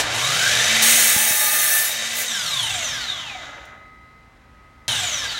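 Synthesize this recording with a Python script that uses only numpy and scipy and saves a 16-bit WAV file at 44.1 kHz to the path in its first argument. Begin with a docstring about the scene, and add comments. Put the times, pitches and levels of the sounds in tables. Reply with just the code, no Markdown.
"""A miter saw in a wooden workshop spins up, bites through a thick post and is braked with a falling whine.
The stopped blade rings on faintly until a second burst of whirring starts abruptly at speed and slows.
Shaft speed steers the motor's tones and noises; the teeth tear chips and excite the steel blade.
One close microphone hears the saw, a short answer from the plank walls, and the room's floor and hum."""
import sys
import numpy as np
from scipy import signal
from scipy.fft import rfft, irfft, next_fast_len
from scipy.io import wavfile
from scipy.ndimage import map_coordinates

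SR = 44100
rng = np.random.default_rng(int(sys.argv[2]) if len(sys.argv) > 2 else 0)


def wrap_up_sound(samples):
    """Save the sound to the file named by the first command line argument, as 16-bit audio."""
    columns = np.atleast_2d(samples).T
    # keep every value between -1 and 1, then stretch to whole-number steps
    tamed = np.clip(columns, -1, 1)
    steps = np.round(tamed * 32767).astype(np.int16)
    wavfile.write(sys.argv[1], SR, steps)


N = 237743

TOP_HZ = 15780  # upper band limit of the sound
RELEASE_S, SECOND_BURST_S = 2.25, 4.8805  # the trigger is let go; the second burst starts
ENTER_S, THROUGH_S = .815, 1.76  # the teeth meet the post; they break through
FREE_HZ = 345.9  # shaft turns per second running free


def amp(db):
    """Decibels to gain."""
    return 10 ** (np.asarray(db) / 20)


def unit(x):
    """Scale to rms 1."""
    return x / np.sqrt(np.mean(x ** 2) + 1e-20)


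def clock():
    """The time of every sample, in seconds."""
    return np.arange(N) / SR


def after(s, rise):
    """A switch that starts to open at time s and is fully open rise seconds later."""
    return np.clip((clock() - s) / rise, 0, 1)


def swell(s, length):
    """A bell-shaped envelope around time s."""
    return np.exp(-((clock() - s) / length) ** 2)


def along(points, hz):
    """(frequency [Hz], level [dB]) points read on a log frequency axis."""
    f, v = np.transpose(points)
    return np.interp(np.log(hz + 1), np.log(f), v)


def lift(resonances, hz):
    """Gain in dB that a set of resonances gives each frequency."""
    return sum(db / (1 + (2 * (hz - centre) / width) ** 2) for centre, width, db in resonances)


def wobble(rate):
    """A smooth random curve, rate knots a second."""
    return map_coordinates(rng.standard_normal(8192), [clock() * rate], mode="wrap")


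def filtered(x, response):
    """x shaped by a gain that is a function of frequency."""
    m = next_fast_len(N + 8192)
    return irfft(rfft(x, m) * response(np.fft.rfftfreq(m, 1 / SR)), m)[:N]


def noise(colour):
    """Noise of rms 1 whose colour is a dB function of frequency."""
    return unit(filtered(rng.standard_normal(N), lambda hz: amp(colour(hz))))


def tone(hz, rough, width_hz):
    """A line of rms 1 on a fixed or moving pitch; the rough share is smeared over width_hz."""
    phase = 2 * np.pi * np.cumsum(hz * np.ones(N)) / SR + rng.uniform(0, 2 * np.pi)
    knots = rng.standard_normal((2, 4096))
    re, im = (np.interp(clock() * width_hz, np.arange(4096), k) for k in knots)
    rough = np.clip(rough, 0, 1)
    in_phase = np.sqrt(2 - 2 * rough) + np.sqrt(rough) * re
    return unit(in_phase * np.cos(phase) + np.sqrt(rough) * im * np.sin(phase))


def dip(depth_db):
    """Motor and room sound quieter from the cut until the saw winds down."""
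    return amp(-depth_db * (after(0.82, 0.55) - after(RELEASE_S, 0.62)))


# Room tone of the workshop: (frequency [Hz], relative level [dB])
FLOOR_COLOUR = [(20, -21.5), (40, -2), (60, 7), (100, -2), (200, -5.5), (420, -12), (750, -12), (1200, -12),
                (2000, -13.5), (3000, -22), (7000, -32.5), (11700, -40), (15800, -45)]


def room_floor():
    """The room's broad noise and a rough low drone lie behind the saw and dip with it."""
    hush = amp(-51.5) * noise(lambda hz: along(FLOOR_COLOUR, hz))
    drone = amp(-60.5) * tone(58, rough=0.828, width_hz=45)
    return (hush + drone) * dip(depth_db=6)


def hum():
    """A faint hum and its octave hold steady in the room."""
    return amp(-63.0) * tone(119, rough=.3, width_hz=5.5) + amp(-64) * tone(238, rough=.3, width_hz=6.6)


def shaft_speed():
    """The motor gathers speed, sags as the cut deepens and slows under the brake; a burst at speed follows."""
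    t = clock()
    start_hz, spin_up_s = 82, .41
    sag_hz, recover_s = 60.1, .25  # speed lost at the deepest point of the cut; time to regain it
    recovery = np.exp(-np.maximum(t - THROUGH_S, 0) / recover_s)
    depth = after(ENTER_S, THROUGH_S - ENTER_S) ** 1.5 * recovery
    speed = FREE_HZ - (FREE_HZ - start_hz) * np.exp(-(t / spin_up_s) ** 1.3) - sag_hz * depth
    # each exponential slowing: start [s], shaft speed there [Hz], rate of slowing [1/s]
    for s, hz, rate in [(RELEASE_S, 334.3, 1.975), (SECOND_BURST_S, 162.6, 1.85)]:
        speed = np.where(t < s, speed, hz * np.exp(-rate * (t - s)))
    return speed


# Colour of the opening jolt: (frequency [Hz], relative level [dB])
JOLT_COLOUR = [(200, -9), (700, 1), (1200, -6), (3700, -0.5), (8000, -6.5), (15800, -22)]


def opening_jolt():
    """A short broadband jolt opens the sound and dies away quickly."""
    level_db, decay_s = -15.5, 0.017
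    return amp(level_db) * np.exp(-clock() / decay_s) * noise(lambda hz: along(JOLT_COLOUR, hz))


# Loose gears at start-up and just before rest: (time [s], length [s], level [dB])
GRUMBLES = [(0, 0.25, -27.5), (3.498, 0.27, -41.5)]


def grumble():
    """At low speed the gear teeth knock loosely and shake the guard's low modes."""
    # frequency [Hz], relative level [dB]
    guard = [(200, -18.5), (330, -8.5), (430, -11.5), (560, -2.5), (720, -1.0), (1000, -8),
             (1600, 0), (3000, -16.0), (6000, -50)]
    knocking = amp(2.6 * wobble(70))
    envelope = sum(amp(db) * swell(s, length) for s, length, db in GRUMBLES)
    return envelope * unit(noise(lambda hz: along(guard, hz)) * knocking)


def chatter(speed):
    """The gears load and unload once per turn of the blade."""
    blade_angle = 2 * np.pi * np.cumsum(speed / 5.3) / SR
    return unit(amp(1.0 * np.sin(blade_angle) + 0.58 * wobble(220)))


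# Resonances of the motor housing and guard: (centre [Hz], width [Hz], lift [dB])
HOUSING = [(708, 88, 4.5), (1206, 90, 1.5), (1593, 88, 6), (1830, 85, 1.5), (2124, 310, 3.5),
           (3075, 110, 5), (3284, 140, 1.5), (3760, 280, 7), (6140, 260, 2), (9300, 280, 2.5),
           (11200, 500, 3), (14200, 700, 0.5)]


def housing(hz):
    """The colour that the motor housing and guard add, in dB."""
    return lift(HOUSING, hz)


def loudness(speed, law):
    """Gain of a motor noise: it grows with speed, drops faster below a knee and ends when the gears rest."""
    db, slope_db, knee_hz, steep_db = law
    octaves_below = np.log2(1 + (knee_hz / speed) ** 4) / 4
    turning = 1 - after(3.57, 0.45) + after(SECOND_BURST_S, 1 / SR)
    return turning * amp(db + slope_db * np.log2(speed / FREE_HZ) - steep_db * octaves_below)


# Loudness against shaft speed:
# (gain running free [dB], slope [dB/octave], knee [Hz], further slope below the knee [dB/octave])
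WHIRR_LAW = (-18.5, 5.5, 37, 12)
HISS_LAW = (-27, 3.5, 110.5, 12)
# Broad whirr: (frequency [Hz], relative level under power [dB], relative level while braking [dB])
WHIRR_COLOUR = [(150, -24.5, -31), (398, -12, -18), (534, -2.5, -5), (938, -8, -4.5), (1630, -1, 0.5),
                (2517, 1, 0), (3538, -1, 5), (4800, -3.5, -5), (7100, -5.5, -3.5), (8540, -14.5, -30),
                (10900, -17.5, -30), (15930, -51.5, -37)]
# Air and brush hiss: (frequency [Hz], relative level [dB])
HISS_COLOUR = [(3000, -29.5), (6000, 2), (8000, -0.5), (10300, -10), (13000, -13), (16000, -22.5)]


def whirr(speed):
    """Fan air and brush hiss follow the shaft speed, coloured by the housing."""
    flow = loudness(speed, WHIRR_LAW) * dip(depth_db=9.5)
    # the hiss sets in just after the start
    hiss = loudness(speed, HISS_LAW) * dip(depth_db=6.0) * after(0.089, 0.066)
    braking = after(RELEASE_S, 0.042)
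    # under power the fan dominates; while braking the gear case rattles higher
    power_colour = [(f, db) for f, db, _ in WHIRR_COLOUR]
    brake_colour = [(f, db) for f, _, db in WHIRR_COLOUR]
    powered = noise(lambda hz: along(power_colour, hz) + housing(hz))
    braked = noise(lambda hz: along(brake_colour, hz) + housing(hz))
    # turbulence at the fan's vanes makes a broad growl that follows their passing rate
    growl = amp(-7) * tone(6 * speed, rough=0.9, width_hz=400)
    growl *= np.clip(speed / 260, 0, 1) ** 2 * (1 - after(0.65, 0.87))
    air = flow * (powered * (1 - braking) + braked * braking + growl)
    air += hiss * noise(lambda hz: along(HISS_COLOUR, hz) + housing(hz))
    return air * chatter(speed)


def bench(x):
    """The bench under the saw booms in the bass."""
    return filtered(x, lambda hz: amp(lift([(116.0, 24, 3.8)], hz)))


# Loudness against shaft speed:
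# (gain running free [dB], slope [dB/octave], knee [Hz], further slope below the knee [dB/octave])
RUMBLE_LAW = (-38.5, 2.84, 72, 7.5)
# Low rumble: (frequency [Hz], relative level [dB])
RUMBLE_COLOUR = [(25, -34.5), (60, -7.5), (120, 0), (190, -5.5), (300, -8), (500, -19), (900, -40.5)]


def drive_rumble(speed):
    """Shaft unbalance, the drive and the mains buzz of the field coils shake the bench."""
    braking = after(RELEASE_S, 0.042)
    unbalance = amp(-4.5) * tone(speed, rough=0.3, width_hz=8.3)
    unbalance *= after(ENTER_S, .05) * (1 - after(1.34, 0.71))
    drive = amp(-4.0) * tone(.7 * speed, rough=0.33, width_hz=15)
    buzz = amp(-5.5) * tone(120, rough=.15, width_hz=5.2) * (1 - 0.89 * after(0.68, .2))
    # a rough low tone takes over once the power is off
    slack = tone(.78 * speed, rough=0.8, width_hz=50) * np.clip(speed / 130, 0, 1) ** 2
    slack *= braking * (1 - 0.3 * after(SECOND_BURST_S, 1 / SR))
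    low = amp(-4.5) * noise(lambda hz: along(RUMBLE_COLOUR, hz))
    low += (unbalance + drive + buzz) * (1 - braking) + slack
    return loudness(speed, RUMBLE_LAW) * dip(depth_db=12) * bench(low)


# Motor tones: (multiple of the shaft speed, level under power [dB], level while braking [dB])
ORDERS = [(6, -30, -36), (12, -38.5, -43), (14, -44.5, -46), (20, -36, -35), (26, -54, -39),
          (40, -54.5, -44.5), (60, -48.5, -36), (69, -52, -39.5)]
# A gear tone locks onto a resonance and shrieks:
# (time [s], length [s], multiple of the shaft speed, lift [dB])
FLARES = [(0.177, 0.14, 6, 5.5), (.45, 0.048, 6, 6), (2.392, 0.031, 14, 3.5), (2.544, 0.023, 20, 5),
          (2.6, 0.011, 20, 8.5), (2.668, .03, 20, 6.5), (2.847, 0.023, 60, 7), (3.107, 0.022, 60, 5),
          (3.3, 0.051, 60, 7), (3.357, 0.042, 20, 8), (4.91, 0.063, 20, 4), (4.907, 0.04, 26, 1),
          (5.14, 0.043, 60, 5.5), (5.302, 0.021, 60, 6.5)]
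# How well the gear case radiates: (frequency [Hz], gain [dB])
RADIATION = [(200, -30.5), (500, -15.5), (750, -6.5), (1000, -6.5), (1500, -2.5), (2400, -4), (3500, 4),
             (4800, -2.5), (6800, 1.5), (9000, -3.5), (13000, -17), (16000, -29)]


def whine(speed):
    """Fan, gear and commutator tones swell as they sweep through the housing's resonances."""
    braking = after(RELEASE_S, 0.045)
    # under power the tones grow with speed; braking keeps them up until the shaft crawls
    effort = (1 - braking) * np.clip(speed / 250, 0, 1) + braking * (1 + (55 / speed) ** 3) ** -.75
    tones = np.zeros(N)
    for order, power_db, brake_db in ORDERS:
        pitch = order * speed
        flare_db = sum(db * swell(s, length) for s, length, k, db in FLARES if k == order)
        level_db = power_db + (brake_db - power_db) * braking + flare_db + 0.83 * wobble(34)
        # each line is rough and has a skirt of gear-rattle noise
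        line = tone(pitch, rough=.45, width_hz=150) + amp(-10) * tone(pitch, rough=1, width_hz=600)
        tones += amp(level_db) * (pitch < TOP_HZ) * line
    # the tones sink into the roar as the blade is lowered
    screened = amp(-9 * (after(0.68, 0.26) - braking).clip(0, 1))
    running = 1 - after(3.36, .25) + after(SECOND_BURST_S, .0003)
    radiated = filtered(tones, lambda hz: amp(along(RADIATION, hz) + housing(hz)))
    return running * screened * effort * chatter(speed) * radiated


# Modes of the driven blade: (frequency [Hz], relative level [dB])
BLADE_MODES = [(845, -49), (1217, -48.5), (1771, -43), (2046, -49.5), (2600, -43), (3731, -44.5),
               (4274, -43.5), (4969, -50), (5507, -45.5), (5787, -49), (6024, -42.5), (6385, -47.5),
               (6500, -45.5), (7176, -42), (8070, -45.5), (8371, -48.5), (8662, -37.5), (9044, -39),
               (9238, -48.5), (9507, -44.5), (10164, -40.5), (10820, -48.5), (11391, -40.5), (11849, -49),
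               (12344, -40.5), (13878, -49), (14325, -45), (15590, -42.5)]


def blade_steel():
    """The blade's modes, each kept ringing at a wavering level; rms 1 together."""
    return unit(sum(amp(db + 3.2 * wobble(9.09)) * tone(hz, rough=1.0, width_hz=68)
                    for hz, db in BLADE_MODES))


# Chips torn from the post: (frequency [Hz], relative level [dB])
CHIP_COLOUR = [(250, -22.5), (450, -17.5), (650, -3.5), (1020, -24.5), (1600, 1.5), (2300, -3),
               (3500, -9.5), (4600, -4.5), (6500, -5), (9000, -2.5), (12000, -0.5), (15800, -1.5)]
# Clusters and gaps among the blade's dense modes: (centre [Hz], width [Hz], lift [dB])
KERF = [(857, 51, 7), (1269, 46, -3.5), (2080, 200, 1), (2600, 60, -1), (4940, 350, -15), (5650, 350, 2),
        (6550, 290, 7.5), (7350, 380, -2.5), (8080, 430, 5), (9170, 280, 6), (10450, 320, -4),
        (10970, 400, 5.5), (12240, 450, 4.5), (12700, 450, -4), (14460, 300, 6), (15000, 350, -6.5),
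        (15570, 340, 7.5)]


def tearing_chips(speed):
    """Each tooth strikes with its own random force and tears off a decaying burst of noise; rms 1."""
    tooth = np.cumsum(speed * 11.3) / SR
    force = amp(1.5 * rng.standard_normal(65536))[tooth.astype(int)]
    blows = force * np.exp(-1.2 * (tooth % 1))
    colour = lambda hz: amp(along(CHIP_COLOUR, hz) + lift(KERF, hz))
    return unit(filtered(blows * rng.standard_normal(N), colour))


# Teeth entering the wood: (frequency [Hz], relative level [dB])
RASP_COLOUR = [(300, -26.5), (1000, -15), (2000, -2), (4500, -1), (9000, 0.5), (11000, -5.5),
               (15800, -18.5)]


def entry_rasp():
    """The first teeth hit the bare surface, and the rasp fades as the wood closes round the blade."""
    envelope = amp(-18) * swell(ENTER_S + 0.057, 0.34)
    return envelope * noise(lambda hz: along(RASP_COLOUR, hz) + lift(KERF, hz))


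# A mode squeals when the kerf pinches the blade: (time [s], length [s], frequency [Hz], level [dB])
SQUEALS = [(.88, .015, 6550, -24), (.923, .13, 2075, -29), (1.0, .12, 9200, -34), (1.15, .06, 5510, -40),
           (1.3, .4, 855, -47), (1.5, .13, 1790, -37.5), (1.52, .22, 1217, -40), (1.535, .048, 2600, -33),
           (1.599, .022, 6410, -24), (1.74, .025, 12300, -30), (1.76, .09, 1771, -29.5),
           (1.83, .08, 4969, -38), (1.97, .07, 1780, -38), (2.022, .13, 3730, -38)]


def squeals():
    """The pinched blade sings out on single modes, each swelling and fading."""
    return sum(amp(db) * swell(s, length) * tone(hz, rough=0.13, width_hz=44)
               for s, length, hz, db in SQUEALS)


def cut(speed):
    """Teeth tear chips from the post and keep the blade's modes ringing."""
    contact = after(ENTER_S, 0.013)
    leaving = np.maximum(clock() - THROUGH_S, 0) / 0.13
    bite = amp(-20) * contact * np.exp(-leaving ** 2.0)
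    graze = amp(-26.5) * swell(2.195, 0.045)  # the blade brushes the cut face on its way up
    steel = blade_steel()
    scrape = amp(0.5) * tearing_chips(speed) + amp(-4.0) * steel
    flicker = amp(0.46 * wobble(130) + 0.72 * wobble(14))
    # rushing air alone keeps the blade faintly ringing before it meets the wood
    airborne = amp(-36.5) * (speed / FREE_HZ) ** 2 * (1 - contact) * steel
    return ((bite + graze) * scrape + contact * entry_rasp()) * flicker + squeals() + airborne


# Dull knocks during the cut: (time [s], level [dB])
THUMPS = [(1.163, -19.5), (1.309, -27.5)]


def thumps():
    """Each knock is a short push that slackens in pitch."""
    out = np.zeros(N)
    for s, db in THUMPS:
        age = np.maximum(clock() - s, 0)
        pitch = (55 + 260 * np.exp(-age / 0.0028)) * (age > 0)
        push = np.sin(2 * np.pi * np.cumsum(pitch) / SR)
        out += amp(db) * np.exp(-(age / 0.0051) ** 2) * push
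    return out


# Free modes of the stopping blade:
# (frequency [Hz], level at the peak [dB], time to fall 60 dB [s], time of a brief fade [s])
RING = [(291, -66, 21, 4.4), (775, -56.5, 6.4, 4.07), (1263, -48.5, 11.5, 4.38), (1970, -52.5, 6.1, 4.28),
        (2047, -47, 5.6, 4.45), (3930, -60.5, 3.4, 3.56)]


def blade_ring():
    """The bare steel sings on after the motor has died; each mode decays, fading briefly on the way."""
    peak_s, rise_s = 3.4, 1
    age = np.maximum(clock() - peak_s, 0)
    modes = np.zeros(N)
    for hz, db, t60, fade_s in RING:
        fade = 1 - 0.76 * swell(fade_s, 0.18)
        modes += amp(db - 60 * age / t60) * fade * tone(hz, rough=0.055, width_hz=26)
    return after(peak_s - rise_s, rise_s) * modes


def last_tick():
    """The gears tick once more as they come to rest."""
    age = clock() - 3.653
    colour = [(1000, -19), (6000, 0), (15000, -8)]  # frequency [Hz], relative level [dB]
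    return amp(-53) * (age > 0) * np.exp(-np.abs(age) / .007) * noise(lambda hz: along(colour, hz))


def burst_clack():
    """A short bright clack opens the second burst."""
    decay = after(SECOND_BURST_S, 1 / SR) * np.exp(-np.abs(clock() - SECOND_BURST_S) / 0.0032)
    return amp(-19) * decay * noise(lambda hz: along(RADIATION, hz))


def workshop(x):
    """Close plank walls add a short answer."""
    t = np.arange(SR // 4) / SR
    tail = rng.standard_normal(len(t)) * amp(-60 * t / 0.18) * (t > .003)
    return x + amp(-7) * signal.fftconvolve(x, tail / np.linalg.norm(tail))[:N]


def scene():
    """The saw in its room over a quiet floor with a faint hum, alike in both ears."""
    speed = shaft_speed()
    motor = opening_jolt() + grumble() + whirr(speed) + drive_rumble(speed) + whine(speed)
    saw = motor + cut(speed) + last_tick() + burst_clack()
    mono = workshop(saw) + thumps() + blade_ring() + room_floor() + hum()
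    return np.array([mono, mono])


def record(dry):
    """The close microphone rounds off the highest peaks and keeps nothing above its band limit."""
    rounded = dry / (1 + np.abs(dry / .8) ** 6) ** (1 / 6)
    return np.array([filtered(channel, lambda hz: hz < TOP_HZ) for channel in rounded])


dry = scene()
out = record(dry)
wrap_up_sound(out)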